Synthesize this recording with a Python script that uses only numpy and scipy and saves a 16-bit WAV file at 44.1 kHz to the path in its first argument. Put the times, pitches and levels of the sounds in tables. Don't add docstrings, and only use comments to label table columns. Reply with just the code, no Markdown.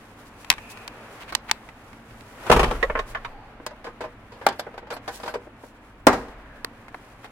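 import sys
import numpy as np
from scipy import signal
from scipy.fft import rfft, irfft, next_fast_len
from scipy.io import wavfile
from scipy.ndimage import uniform_filter1d, map_coordinates

SR = 44100
rng = np.random.default_rng(int(sys.argv[2]) if len(sys.argv) > 2 else 0)


def unload_wav(signal):
    wavfile.write(
        sys.argv[1],
        SR,
        np.round(np.clip(np.atleast_2d(signal).T, -1, 1) * 32767).astype(np.int16),
    )


N = 322371

# frequency in Hz, level in dB.
RUB_SPECTRUM = [(150, -11), (450, 2), (900, 1), (1600, -2), (2500, -7), (4000, -19), (9000, -41.5)]
SWISH_SPECTRUM = [(1000, -18.5), (3000, 5), (6000, 3), (11000, 1), (15500, -6.5)]
SLAM_S = 2.5016
CLICK_RISE_S = .00017


def amp(db):
    return 10 ** (np.asarray(db) / 20)


def unit(x):
    return x / np.sqrt(np.mean(x ** 2) + 1e-20)


def along(points, hz):
    freqs, values = np.transpose(points)
    return np.interp(np.log(hz + 1), np.log(freqs + 1), values)


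def wobble(rate):
    return map_coordinates(rng.standard_normal(int(N * rate / SR) + 4), [np.arange(N) * rate / SR])


def filtered(x, response):
    n = x.shape[-1]
    padded = next_fast_len(n + SR // 8)
    return irfft(rfft(x, padded) * response(np.fft.rfftfreq(padded, 1 / SR)), padded)[..., :n]


def spread(pair):
    # frequency in Hz, side level relative to mid in dB.
    width = [(40, -27.5), (120, -29.5), (350, -19.5), (700, -11), (1400, -5.5), (2800, 1.5), (10000, 1)]
    side = filtered(pair[1], lambda hz: amp(along(width, hz)))
    left_right = np.array([pair[0] + side, pair[0] - side])
    return filtered(left_right, lambda hz: 1 / np.hypot(1, amp(along(width, hz))))


def noise(spectrum):
    return unit(filtered(spread(rng.standard_normal((2, N))), lambda hz: amp(along(spectrum, hz))))


def swells(rows):
    t = np.arange(N) / SR
    return sum(amp(db) * np.exp(-(2 * (t - s) / length) ** 2) for s, db, length in rows)


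def causal(db):
    cepstrum = irfft(db * np.log(10) / 20)
    half = len(cepstrum) // 2
    cepstrum[1:half] *= 2
    cepstrum[half + 1:] = 0
    return np.exp(rfft(cepstrum))


def add(track, s, sound):
    start = max(round(s * SR), 0)
    part = sound[:, :max(N - start, 0)]
    track[:, start:start + part.shape[1]] += part


def cab_tail(size):
    # frequency in Hz, t60 in seconds.
    decay_times = [(100, 0.62), (500, 0.18), (2000, 0.25), (6000, 0.14), (15000, 0.063)]
    hz, t, spectra = signal.stft(rng.standard_normal((2, size)), SR, nperseg=256)
    decay = amp(-60 * t / along(decay_times, hz)[:, None])
    tail = signal.istft(spectra * decay, SR, nperseg=256)[1][:, :size]
    tail *= 1 - np.exp(-np.arange(size) / SR / 0.0025)
    return unit(tail) / np.sqrt(size)


def contacts(rows, body, modes, cab_db, ripple_db, spacing_hz, size=16384):
    track = np.zeros((2, N))
    t, hz = np.arange(size) / SR, np.fft.rfftfreq(size, 1 / SR)
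    colour_db = along(body, hz) + sum(db / (1 + (2 * (hz - f) / width) ** 2) for f, width, db in modes)
    fade = np.cos(np.pi / 2 * t / t[-1]) ** 2
    for s, db, bass_db, treble_db, rise, t60, pan_db in rows:
        envelope = (1 - np.exp(-t / max(rise, 1e-5))) * amp(-60 * t / t60)
        force = unit(envelope * rng.standard_normal((2, size))) / np.sqrt(size)
        spectrum = rfft(spread(force + amp(cab_db) * cab_tail(size)))
        power = np.mean(np.abs(spectrum) ** 2, axis=0)
        broad_db = 10 * np.log10(np.abs(uniform_filter1d(power, size=200)) + 1e-12)
        touch_db = along([(480, bass_db), (850, 0.015), (2300, 0.0042), (3800, treble_db)], hz)
        minor_db = ripple_db * map_coordinates(rng.standard_normal(size), [hz / spacing_hz])
        hit = irfft(spectrum * causal(colour_db + touch_db + minor_db - broad_db)) * fade
        hit *= np.sqrt(SR / 100 / size) / np.std(hit)
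        add(track, s, hit * amp([[db + pan_db / 2], [db - pan_db / 2]]))
    return track


def outside():
    # frequency in Hz, level in dB.
    traffic_spectrum = [(12, -28), (20, -2.5), (55, -5), (77, -11), (107, 0), (141, -11), (287, -5.5),
                        (538, -33.5), (967, -19.5), (1070, -21), (3000, -34.5), (3900, -61.5), (6600, -120)]
    hum_partials = [(49, -62.5), (118.4, -63.5), (229, -62)]
    t = np.arange(N) / SR
    hum = sum(amp(db + 4 * wobble(3.4)) * np.sqrt(2) * np.sin(2 * np.pi * hz * t + wobble(4.3))
              for hz, db in hum_partials)
    return amp(-51 + .7 * wobble(1.5)) * noise(traffic_spectrum) + hum


def faint_tones(relative_width=.16):
    # peak time in seconds, level in dB, half-length in seconds, pitch in Hz.
    tones = [(.7, -50.5, .25, 2530), (3.378, -50.5, 0.15, 814), (3.38, -72, 0.19, 4520),
             (6.516, -53, .13, 1650)]
    t, track = np.arange(N) / SR, np.zeros((2, N))
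    for s, db, half_length, pitch in tones:
        hiss = spread(rng.standard_normal((2, N)))
        band = filtered(hiss, lambda hz: 1 / (1 + (2 * (hz - pitch) / (relative_width * pitch)) ** 2))
        track += amp(db) * np.exp(-((t - s) / half_length) ** 2) * unit(band)
    return track


def cloth():
    # time in seconds, relative levels of upholstery rub and of cloth swish in dB.
    movement = [(0.0, -50.5, -64.5), (0.37, -51, -68), (0.65, -47.5, -61.5), (1.14, -44.5, -65.5),
                (1.63, -50, -66), (2.2, -50.5, -65), (2.44, -51, -60), (2.65, -39.5, -55.5),
                (3.44, -50.5, -75.5), (4.3, -52, -73), (4.54, -48.5, -63), (4.89, -51.5, -84.5),
                (5.19, -47, -55.5), (5.39, -53, -75.5), (6.07, -54, -74.5), (6.23, -47, -71.5),
                (6.72, -51, -71), (7.31, -51.5, -68.5)]
    times, *levels = np.transpose(movement)
    rub_db, swish_db = [np.interp(np.arange(N) / SR, times, db) for db in levels]
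    stroke = wobble(25)
    rub = amp(rub_db + 0.53 + 0.67 * stroke) * noise(RUB_SPECTRUM)
    fibres = unit(amp(1.8 * wobble(650)) * noise(SWISH_SPECTRUM))
    return rub + amp(swish_db + 4.0 + 2.4 * stroke) * fibres


def brushes():
    # peak time in seconds, level in dB, length in seconds.
    sleeve_strokes = [(.273, -55.5, .04), (0.416, -52.5, .05), (0.714, -43, .036), (1.143, -55, .1),
                      (1.222, -53, .036), (1.298, -52.5, .025), (3.099, -48.5, .06), (5.152, -43, .06),
                      (5.66, -58, .097)]
    hand_strokes = [(1.222, -41, 0.045), (1.298, -40.5, 0.034), (1.34, -43, .02), (1.488, -39.5, .016),
                    (2.11, -54.5, 0.025), (7.25, -44.5, 0.033)]
    # frequency in Hz, level in dB.
    scuff_spectrum = [(200, -19.5), (900, 0.5), (2200, 1), (3400, -3.5), (6000, -17), (15000, -28.5)]
    sleeve = swells(sleeve_strokes) * unit(amp(2 * wobble(500)) * noise(SWISH_SPECTRUM))
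    hands = swells(hand_strokes) * unit(amp(3 * wobble(400)) * noise(scuff_spectrum))
    return sleeve + hands


def thin_ring():
    # peak time in seconds, level in dB, length in seconds.
    ring_swells = [(4.601, -41, 0.018), (4.941, -45, 0.039), (5.292, -52.5, 0.069)]
    # frequency in Hz, width in Hz, relative strength in dB.
    peaks = [(4280, 190, -1.5), (4800, 170, -1.5), (5570, 200, -5.5), (7850, 160, -3.5), (10530, 150, -2.5),
             (12460, 150, -1)]
    response = lambda hz: sum(amp(db) / (1 + 2j * (hz - f) / width) for f, width, db in peaks)
    ring = filtered(rng.standard_normal((2, N)), lambda hz: np.abs(response(hz)) ** 2)
    return swells(ring_swells) * unit(ring)


def trim():
    # start in seconds, level in dB, treble lift in dB, t60 in seconds.
    taps = [(1.3234, -30, -4, 0.051), (6.6464, -26, 4, 0.0068), (6.882, -42.5, -7.5, 0.041),
            (6.944, -32.5, -16, 0.025), (7.244, -38, -5.5, 0.096)]
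    body, modes = [(60, -17), (250, -12.5), (450, -1), (800, 0.5), (1200, 2), (2000, -2.5), (3200, -12),
                   (4400, -9), (6500, -20), (10000, -20.5), (15500, -27)], [(1170, 120, -1.5), (4300, 600, 3), (9600, 700, 5)]
    rise_s, pan_db = .00025, -1.5
    rows = [(s, db, 0, treble_db, rise_s, t60, pan_db) for s, db, treble_db, t60 in taps]
    return contacts(rows, body, modes, cab_db=-31, ripple_db=3, spacing_hz=240)


def pawls():
    # start in seconds, level in dB, t60 in seconds.
    snicks = [(3.664, -36.5, .028), (4.466, -27.5, 0.014), (6.0684, -20, .012)]
    body, modes = [(60, -40), (1500, -19.5), (2500, -3.5), (3400, -10), (5000, -6), (7600, -1.5),
                   (10000, -5), (13000, -5.5), (15500, -9.5)], [(2400, 250, 5), (7600, 900, 3.5)]
    rows = [(s, db, 0, 0, CLICK_RISE_S, t60, 1) for s, db, t60 in snicks]
    return contacts(rows, body, modes, cab_db=-30, ripple_db=3.5, spacing_hz=400)


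def hook():
    # start in seconds, level in dB, hardness as treble lift in dB, pan in dB.
    clicks = [(.446, -42, -4.5, 4), (.5015, -9.5, 5, 5.5), (.5072, -24, -4.5, -7.5),
              (.581, -35.5, -14.5, 1.5), (.773, -42.5, -7, 2.5), (.878, -33.5, 0, 2.5),
              (1.3505, -17.5, 4, -5), (1.495, -31, -14, 0), (1.5127, -15, 0.5, 4),
              (1.688, -41.5, -13, -1.5), (1.93, -47.5, -10, -5), (2.208, -50, 0, -7),
              (2.643, -23, -11.5, -1.5)]
    body, modes = [(60, -6), (300, -9), (680, -11.5), (860, 4.5), (1300, -2), (2000, 1.5), (3000, 0),
                   (4200, 0), (6500, -8), (8500, -11), (11000, -14), (15500, -23.5)], [(1040, 71, 2.5), (2025, 200, 2.5), (2570, 82, 5), (3500, 190, 0),
                                      (4550, 250, -0.5), (7930, 510, 2.5)]
    chatter = [(.514 + k * .0115, -23 - 7 * k, -6.5, 0) for k in range(3)]
    rows = []
    for s, db, hard_db, pan_db in list(clicks) + chatter:
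        stretch = 2 ** (-hard_db / 8.5)
        rows.append((s, db, -2.5, hard_db, CLICK_RISE_S * stretch, .0019 + .012 * stretch, pan_db))
    return contacts(rows, body, modes, cab_db=-30, ripple_db=0.7, spacing_hz=263)


def latch():
    # start in seconds, level in dB, treble lift in dB, t60 in seconds.
    knocks = [(3.599, -39.5, -26, 0.023), (3.664, -27.5, 5.5, 0.023), (3.707, -38, -5, 0.054),
              (3.842, -32.5, 0.5, 0.13), (3.865, -29.5, -6, .11), (4.006, -26.5, -1.5, .17),
              (4.039, -27.5, -8, 0.11), (4.318, -38.5, 2.5, 0.28), (4.412, -32.5, -6, 0.27),
              (4.4651, -9.5, -0.5, .015), (4.487, -25, 6, 0.019), (4.524, -41, 8, .042),
              (4.594, -25, 5, 0.04), (4.665, -31.5, -14.5, 0.094), (4.74, -39.5, -5, 0.063),
              (4.777, -32.5, -2.5, 0.066), (4.827, -40.5, -14, 0.064), (4.869, -40, -4, 0.096),
              (4.903, -28, 3, 0.1), (4.922, -28.5, -2, 0.12), (4.965, -33.5, -0.5, 0.058),
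              (5.077, -25, 3, 0.093), (5.198, -37.5, 3, 0.071), (5.232, -30, 1.5, 0.096),
              (5.258, -30.5, 4, 0.16), (5.277, -26, 0, 0.11), (5.339, -26, -2, 0.094),
              (5.355, -24, -21, 0.018), (5.469, -39.5, -30, 0.028), (5.636, -38, -22, 0.025)]
    body, modes = [(60, -27.5), (150, -15.5), (280, -3.5), (450, -0.5), (650, 0), (900, 4), (1300, -3.5),
                   (2000, -7), (3000, -12.5), (4200, -16), (7000, -24.5), (11000, -31.5), (15500, -39.5)], [(484, 42, 10.8), (613, 47, 8.1), (795, 25, 5.2), (974, 64, 2.1),
                                       (1546, 160, 4.9), (3630, 37, 2.8), (4860, 520, 4.2), (7550, 140, 4),
                                       (11000, 160, 4.2), (12660, 120, 7)]
    rise_s, cushioning = .0013, .45
    rows = [(s, db, 1 - cushioning * treble_db, treble_db, rise_s, t60, 0)
            for s, db, treble_db, t60 in knocks]
    return contacts(rows, body, modes, cab_db=-13, ripple_db=3, spacing_hz=61.3)


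def fittings():
    # start in seconds, level in dB, treble lift in dB, pan in dB.
    rattles = [(2.827, -16, -1, -0.5), (2.898, -21, -16, -0.5), (2.952, -19.5, -19, -1),
               (2.973, -25.5, -9, -1), (2.99, -21.5, -1, -1), (3.148, -23.5, -9, -2), (3.17, -33.5, -7, -1),
               (3.247, -28, -3, -2)]
    catch_body, catch_modes = [(60, -33), (1000, -18), (1900, 0.5), (2900, -15), (3900, -19), (6000, -28),
                               (15500, -38)], [(1840, 90, 10.5), (1945, 100, 14), (2600, 300, 11),
                                                   (3750, 300, 11)]
    body, modes = [(60, -11), (150, -15), (280, -11.5), (450, 0), (650, 1), (900, -7.5), (1300, -3),
                   (2000, -7), (3000, -9.5), (4200, -17.5), (7000, -27.5), (11000, -37.5), (15500, -41)], [(460, 130, 5.7), (555, 78, 3.2), (1064, 130, 13.5), (1740, 200, 7),
                                         (1960, 94, 2.7), (3730, 300, 2.1)]
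    first_s, rise_s, t60, thinning_db_per_s = rattles[0][0], .0009, .064, 49
    strike = (first_s, -17.5, 0, 0, rise_s, .051, -3)
    clack = contacts([strike], catch_body, catch_modes, cab_db=-25, ripple_db=1, spacing_hz=121)
    rows = [(s, db, 4.5 - thinning_db_per_s * (s - first_s), treble_db, rise_s, t60, pan_db)
            for s, db, treble_db, pan_db in rattles]
    return clack + contacts(rows, body, modes, cab_db=-24, ripple_db=3, spacing_hz=68.2)


def backrest():
    # start in seconds, level in dB, t60 in seconds.
    catches = [(6.0688, -1.5, .038), (6.082, -14, .048), (6.128, -19, .11), (6.283, -41, .042)]
    body, modes = [(60, -20), (150, -10), (250, -6.5), (450, -3.5), (720, -3), (1000, -5.5), (1400, -9),
                   (2200, -17), (3200, -24.5), (4500, -23.5), (7500, -29), (11000, -37), (15500, -40.5)], [(251.9, 72, 10), (388, 48, 8.3), (471, 45.6, 8.8), (635, 45, 5.6),
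                                          (762, 43.7, 5.2), (1120, 120, 2.1), (1890, 60, 3.3)]
    bass_db, treble_db, rise_s = -3.5, -1, .0004
    clunk = [(s, db, bass_db, treble_db, rise_s, t60, 0) for s, db, t60 in catches]
    shudder = (catches[0][0] + .025, -18.5, -1.5, -1.5, .006, .73, 0)
    return contacts(clunk + [shudder], body, modes, cab_db=-10.5, ripple_db=2.5, spacing_hz=55.3)


def shell():
    # start in seconds, strength of the blow in dB.
    jolts = [(2.501, 4.5), (6.071, -14)]
    # frequency in Hz, relative level in dB, t60 in seconds.
    modes = [(22.1, -33.5, 2.7), (32.23, -30.5, 1.9), (48.5, -21, 1.17), (63, -26.5, 1.03),
             (118.7, -32.5, 0.86)]
    boom, t = np.zeros(N), np.arange(N) / SR
    for s, jolt_db in jolts:
        age = np.maximum(t - s, 0)
        for hz, mode_db, t60 in modes:
            rocking_db = 3 * wobble(12)
            envelope = amp(jolt_db + mode_db + rocking_db - 60 * age / t60) * (1 - np.exp(-age / .006))
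            boom += envelope * np.sin(2 * np.pi * hz * age + 0.95 * wobble(12))
    return boom


def seat_fall(growth_db_per_s=102):
    until_slam = SLAM_S - np.arange(N) / SR
    envelope = (until_slam > 0) * amp(-33.5 - growth_db_per_s * np.abs(until_slam))
    return envelope * (noise(RUB_SPECTRUM) + amp(-13) * noise(SWISH_SPECTRUM))


def seat_slam():
    # start in seconds, level in dB.
    rebounds = [(2.465, -29), (2.514, -8.5), (2.524, -10.5), (2.563, -14.5), (2.5935, -12), (2.63, -15),
                (2.711, -20.5)]
    body, modes = [(60, -4.5), (150, -4), (280, -4), (450, 1), (650, -6.5), (900, -3.5), (1300, -6),
                   (2000, -15), (3000, -16), (4200, -24), (7000, -29), (11000, -33), (15500, -43.5)], [(238, 34, 7), (378, 82, 2.8), (484, 40, 5.4), (607, 90, 6.6),
                                      (753, 110, 2.7), (1130, 33, 3), (2550, 140, 4.2)]
    seal = (SLAM_S - .004, -11.5, 2.5, -4.5, .005, .022, 0)
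    slam = (SLAM_S, -10, -2.5, -2.5, .0004, .012, 1.5)
    blows = [seal, slam]
    rise_s, t60 = .00078, .086
    for s, db in rebounds:
        age = s - SLAM_S
        dull_db, shortening = 14.5 * age, np.exp(-2.5 * age)
        blows.append((s, db, -7.5 + dull_db, -dull_db, rise_s, t60 * shortening, 1.5))
    count, gap_s, fade_db_per_s = 10, .0225, 70
    ages = gap_s * (np.arange(count) + .15 * rng.uniform(-1, 1, count))
    clatter = [(SLAM_S + .043 + age, -18 - fade_db_per_s * age, 2.5, 1.5, rise_s, t60, 0) for age in ages]
    return contacts(blows + clatter, body, modes, cab_db=-11, ripple_db=3, spacing_hz=35.05)


def scene():
    knocks = hook() + seat_slam() + fittings() + backrest() + latch() + trim() + pawls()
    return knocks + thin_ring() + shell() + seat_fall() + cloth() + brushes() + faint_tones() + outside()


def record(dry):
    return filtered(np.clip(dry, -1, 1), lambda hz: hz < 16000)


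dry = scene()
out = record(dry)
unload_wav(out)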